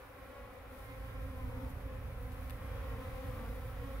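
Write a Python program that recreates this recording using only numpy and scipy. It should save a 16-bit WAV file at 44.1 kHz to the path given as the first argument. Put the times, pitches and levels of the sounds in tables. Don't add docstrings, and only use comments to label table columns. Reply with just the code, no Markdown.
import sys
import numpy as np
from scipy import signal
from scipy.fft import rfft, irfft
from scipy.io import wavfile

SR = 44100
rng = np.random.default_rng(int(sys.argv[2]) if len(sys.argv) > 2 else 0)


def unload_wav(signal):
    wavfile.write(
        sys.argv[1],
        SR,
        np.round(np.clip(np.atleast_2d(signal).T, -1, 1) * 32767).astype(np.int16),
    )


N = 176400
TIME_S = np.arange(N) / SR
SPECTRUM_HZ = np.arange(N // 2 + 1) * SR / N


def undb(db):
    return 10 ** (np.asarray(db) / 20)


def unit(x):
    return x / np.sqrt(np.mean(x ** 2))


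def curve(rows):
    return np.interp(TIME_S, *np.array(rows).T)


def db_at(hz, points):
    pitch_hz, level_db = np.array(points).T
    return np.interp(np.log(np.maximum(hz, 1)), np.log(pitch_hz), level_db)


def colour(x, points):
    return irfft(rfft(x) * undb(db_at(SPECTRUM_HZ, points)), N)


def wobble(per_s):
    values = rng.standard_normal(1024)
    position = TIME_S * per_s + rng.random()
    step = position.astype(int)
    part = position - step
    here, ahead = values[step % 1024], values[(step + 1) % 1024]
    return here + (ahead - here) * part ** 2 * (3 - 2 * part)


# pitch_hz, level_db
WING_TONES = [(260, -3), (520, 1), (780, -9), (1050, -8), (1320, -7.5), (1600, -12), (1850, -12),
              (2250, -12), (3100, -21.5), (5000, -32), (8000, -42.5)]

def bee(hz, turn_radians, lift_hz=1000, lift_db=0, size=2048, count=32):
    multiples = np.arange(1, count + 1)
    lifted = multiples == round(2 * lift_hz / (hz.min() + hz.max()))
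    gains = undb(db_at(multiples * np.median(hz), WING_TONES))
    gains = unit(gains) / np.sqrt(count) * undb(lift_db * lifted)
    hz = hz * (1 + 0.004487 * wobble(per_s=45))
    side = np.sin(rng.uniform(0, 2 * np.pi) + rng.normal() * TIME_S) * np.array([[1], [-1]])
    pan_db, lag_s = 5, 0.0002
    pan = undb(pan_db * side / 2)
    beats = np.cumsum(hz) / SR + rng.random() + side * hz * lag_s / 2
    timing = np.exp(2j * np.pi * rng.random((2, count + 1)))
    strokes = irfft(np.r_[0, 0, gains[1:]] * timing, size) * size / np.sqrt(2)
    place = (beats * size).astype(int) % size
    turn = turn_radians * wobble(per_s=7)
    hum = gains[0] * np.sqrt(2) * np.sin(2 * np.pi * beats)
    buzz = np.cos(turn) * strokes[0][place] + np.sin(turn) * strokes[1][place]
    return pan * hum, pan * buzz


# time_s, level_db
CROWD_LEVEL = [(0, -53.5), (.4, -54.5), (1.05, -53), (1.6, -54), (2.1, -53), (2.45, -52.6), (2.85, -51),
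               (3.15, -50.5), (3.4, -50.5), (3.7, -52), (4, -50)]
# time_s, gain_db
HUM_BOOST = [(0, -6), (.6, -5), (1.2, 2.5), (2.2, -1), (3.2, 0.5), (4, 0.5)]

def crowd(count=16, start_hz=266.75, sink_hz_per_s=2.2, bright_above_hz=1200):
    level_db = curve(CROWD_LEVEL)
    extra_db = level_db - level_db.mean()
    centre_hz = start_hz - sink_hz_per_s * TIME_S
    spread = .056 * np.exp(0.09 * extra_db)
    hums = buzzes = 0
    for rank in np.linspace(-1, 1, count):
        hz = centre_hz * (1 + spread * np.arcsin(rank) + .033 * wobble(per_s=5.5))
        nearness = undb(5 * np.tanh(wobble(per_s=5.014)))
        hum, buzz = bee(hz, turn_radians=0.88)
        hums = hums + nearness * hum
        buzzes = buzzes + nearness * buzz
    treble = signal.sosfilt(signal.butter(1, bright_above_hz, "high", fs=SR, output="sos"), buzzes)
    buzzes = buzzes + treble * (undb(0.68 * extra_db) - 1)
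    return (hums * undb(curve(HUM_BOOST)) + buzzes) / np.std(hums + buzzes) * undb(level_db)


# pitch_hz, level_db
THROB_TONES = [(27.3, -56), (40.7, -57), (45.9, -53), (51.5, -52.5), (56.3, -48.5), (61, -63), (66, -59.5),
               (71, -54.5), (77.3, -57), (86.7, -51), (108.8, -57), (111.7, -60), (114.2, -56), (132, -67),
               (151.8, -63.5), (173.3, -64)]
# pitch_hz, gain_db
RUMBLE_COLOUR = [(15, -47), (26, -3), (36, -22), (52, 2), (80, -8.5), (98, -7.5), (114, -3.5), (145, -22),
                 (220, -20.5), (400, -54)]
# time_s, gain_db
THROB_SWELL = [(0, -17.5), (.3, -14), (.65, -13.5), (.95, -6.5), (1.3, -1), (2.3, -1.5), (4, -1)]

def throb(drift=0.0026, rumble_db=-47, rumble_top_hz=400, left_lag_s=.00014):
    drifting_s = np.cumsum(1 + drift * wobble(per_s=1.75)) / SR
    tones = 0
    for pitch_hz, level_db in THROB_TONES:
        strength = undb(level_db + wobble(per_s=3.43)) * np.sqrt(2)
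        tones = tones + strength * np.sin(2 * np.pi * (pitch_hz * drifting_s + rng.random()))
    rumble = colour(rng.standard_normal(N), RUMBLE_COLOUR)
    rumble = unit(signal.sosfilt(signal.butter(2, rumble_top_hz, fs=SR, output="sos"), rumble))
    right = (tones + undb(rumble_db) * rumble) * undb(curve(THROB_SWELL))
    left = np.interp(TIME_S - left_lag_s, TIME_S, right)
    return np.array([left, right])


# pitch_hz, gain_db
AIR_COLOUR = [(100, -17.5), (210, 2), (310, -5), (400, 2), (700, -2.5), (1500, -6), (2400, -10),
              (3500, -32), (8000, -40)]

def air(level_db=-59):
    noise = rng.standard_normal(N) + 0.53 * rng.standard_normal((2, N))
    return undb(level_db) * unit(colour(noise, AIR_COLOUR))


# pitch_hz, gain_db
HISS_COLOUR = [(1000, -2.5), (4500, -2.5), (6500, -8), (8300, -8), (9400, -1), (12000, 1), (15500, 1)]
# time_s, gain_db
HISS_SWELL = [(0, -2), (.66, -3), (.74, 1.5), (1.2, -0.4), (1.7, 0.5), (1.9, -2), (2.15, -1), (2.35, 2),
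              (3.15, 1.8), (3.55, 4), (3.75, 1), (4, 2.3)]

def hiss(base_db=-64, flicker_db=0.9):
    noise = unit(colour(rng.standard_normal((2, N)), HISS_COLOUR))
    return noise * undb(base_db + curve(HISS_SWELL) + flicker_db * wobble(per_s=19))


# start_s, length_s, first_hz, middle_hz, last_hz, level_db, hum_db, lift_hz, lift_db
CLOSE_BEES = [(0.202, .44, 261.7, 277.9, 276.5, -59.5, -21, 550, 6.5),
              (0.618, .26, 282, 277.8, 264.3, -58, -14, 1390, 3),
              (0.761, 0.26, 276, 263, 260.7, -60.5, -5, 2120, 7),
              (0.864, 0.54, 255.5, 269, 260.7, -59, 4, 1070, 2.5),
              (1.269, 0.49, 250, 252.8, 236.2, -62, 8, 990, 10.5),
              (1.417, .33, 244.8, 228.9, 218.6, -64, -4, 920, 14),
              (1.359, 0.44, 261.7, 260.4, 266, -62.5, 11.5, 520, 5),
              (1.622, .6, 221.2, 212.5, 219.5, -63.5, -4, 860, 7),
              (2.28, .34, 260.1, 251.4, 250, -59.5, 4.5, 1270, 4),
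              (2.501, .52, 260.1, 280, 288.4, -57.5, -2, 1400, -2),
              (2.94, 0.41, 260, 257, 252.4, -57, 3, 510, 4.5),
              (3.218, 0.42, 236.6, 224.4, 238, -62, 10, 920, 6),
              (3.251, .32, 299.2, 290.7, 273.3, -60.5, 2, 1140, 5),
              (3.501, 0.48, 257.1, 244.7, 242.3, -62, 0, 500, 3)]

def close_bees(boost_db=0.5, swerve_db=2.5):
    out = 0
    for start_s, length_s, *pitches_hz, level_db, hum_db, lift_hz, lift_db in CLOSE_BEES:
        progress = np.clip((TIME_S - start_s) / length_s, 0, 1)
        hz = np.polyval(np.polyfit([0, .5, 1], pitches_hz, 2), progress)
        hum, buzz = bee(hz, turn_radians=0.45, lift_hz=lift_hz, lift_db=lift_db)
        loudness = undb(level_db + boost_db + swerve_db * wobble(per_s=19))
        out = out + (undb(hum_db) * hum + buzz) * np.sin(np.pi * progress) * loudness
    return out


# middle_s, half_length_s, level_db
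RUSTLE_SWELLS = [(1.704, 0.017, -63), (2.33, 0.018, -64), (2.434, 0.023, -68)]
# pitch_hz, gain_db
SCRATCH_COLOUR = [(2000, -14), (8000, 1), (10000, 2), (15000, 5)]

def rustles(right_db=-6):
    swells = sum(undb(level_db) * np.exp(-((TIME_S - middle_s) / half_length_s) ** 2)
                 for middle_s, half_length_s, level_db in RUSTLE_SWELLS)
    scratch = unit(colour(rng.standard_normal((2, N)), SCRATCH_COLOUR))
    return scratch * swells * undb([[0], [right_db]])


# start_s, level_db
TAPS = [(2.32, -47), (2.333, -50), (2.344, -48), (2.497, -38), (2.5022, -44), (2.5068, -38.5)]
# pitch_hz, gain_db
TAP_COLOUR = [(800, -3), (2200, 9), (5000, -6), (7500, -16), (10000, -3.5), (14000, -2), (16000, -17)]

def ticks(fade_s=0.0017, gain=0.5, left_over_right_db=4.5):
    bursts = sum(undb(level_db) * (TIME_S >= start_s) * np.exp(-np.abs(TIME_S - start_s) / fade_s)
                 for start_s, level_db in TAPS)
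    noise = unit(colour(rng.standard_normal((2, N)), TAP_COLOUR))
    pan = undb(np.array([[1], [-1]]) * left_over_right_db / 2)
    return gain * noise * bursts * pan


def add_echoes(sound, echo_db=-8, fade_s=0.0029):
    echoes = rng.standard_normal((2, 4096)) * np.exp(-TIME_S[:4096] / fade_s)
    echoes = echoes / np.sqrt(np.sum(echoes ** 2, axis=1, keepdims=True))
    return sound + undb(echo_db) * signal.fftconvolve(sound, echoes, axes=1)[:, :N]


def scene():
    bees = add_echoes(crowd() + close_bees())
    return bees + throb() + ticks() + air() + hiss() + rustles()


# pitch_hz, left_over_right_db
MIC_BALANCE = [(110, -2.5), (250, -2), (500, 1), (1050, 2), (1700, 1), (2300, -4), (3200, -1), (5000, 3),
               (7500, 6.5), (10000, 5.5), (15000, 4.5)]

def record(dry, top_hz=15700):
    balance_db = db_at(SPECTRUM_HZ, MIC_BALANCE)
    heard = irfft(rfft(dry) * undb(np.array([balance_db, -balance_db]) / 2), N)
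    return signal.sosfilt(signal.ellip(12, .1, 80, top_hz, fs=SR, output="sos"), heard)


dry = scene()
out = record(dry)
unload_wav(out)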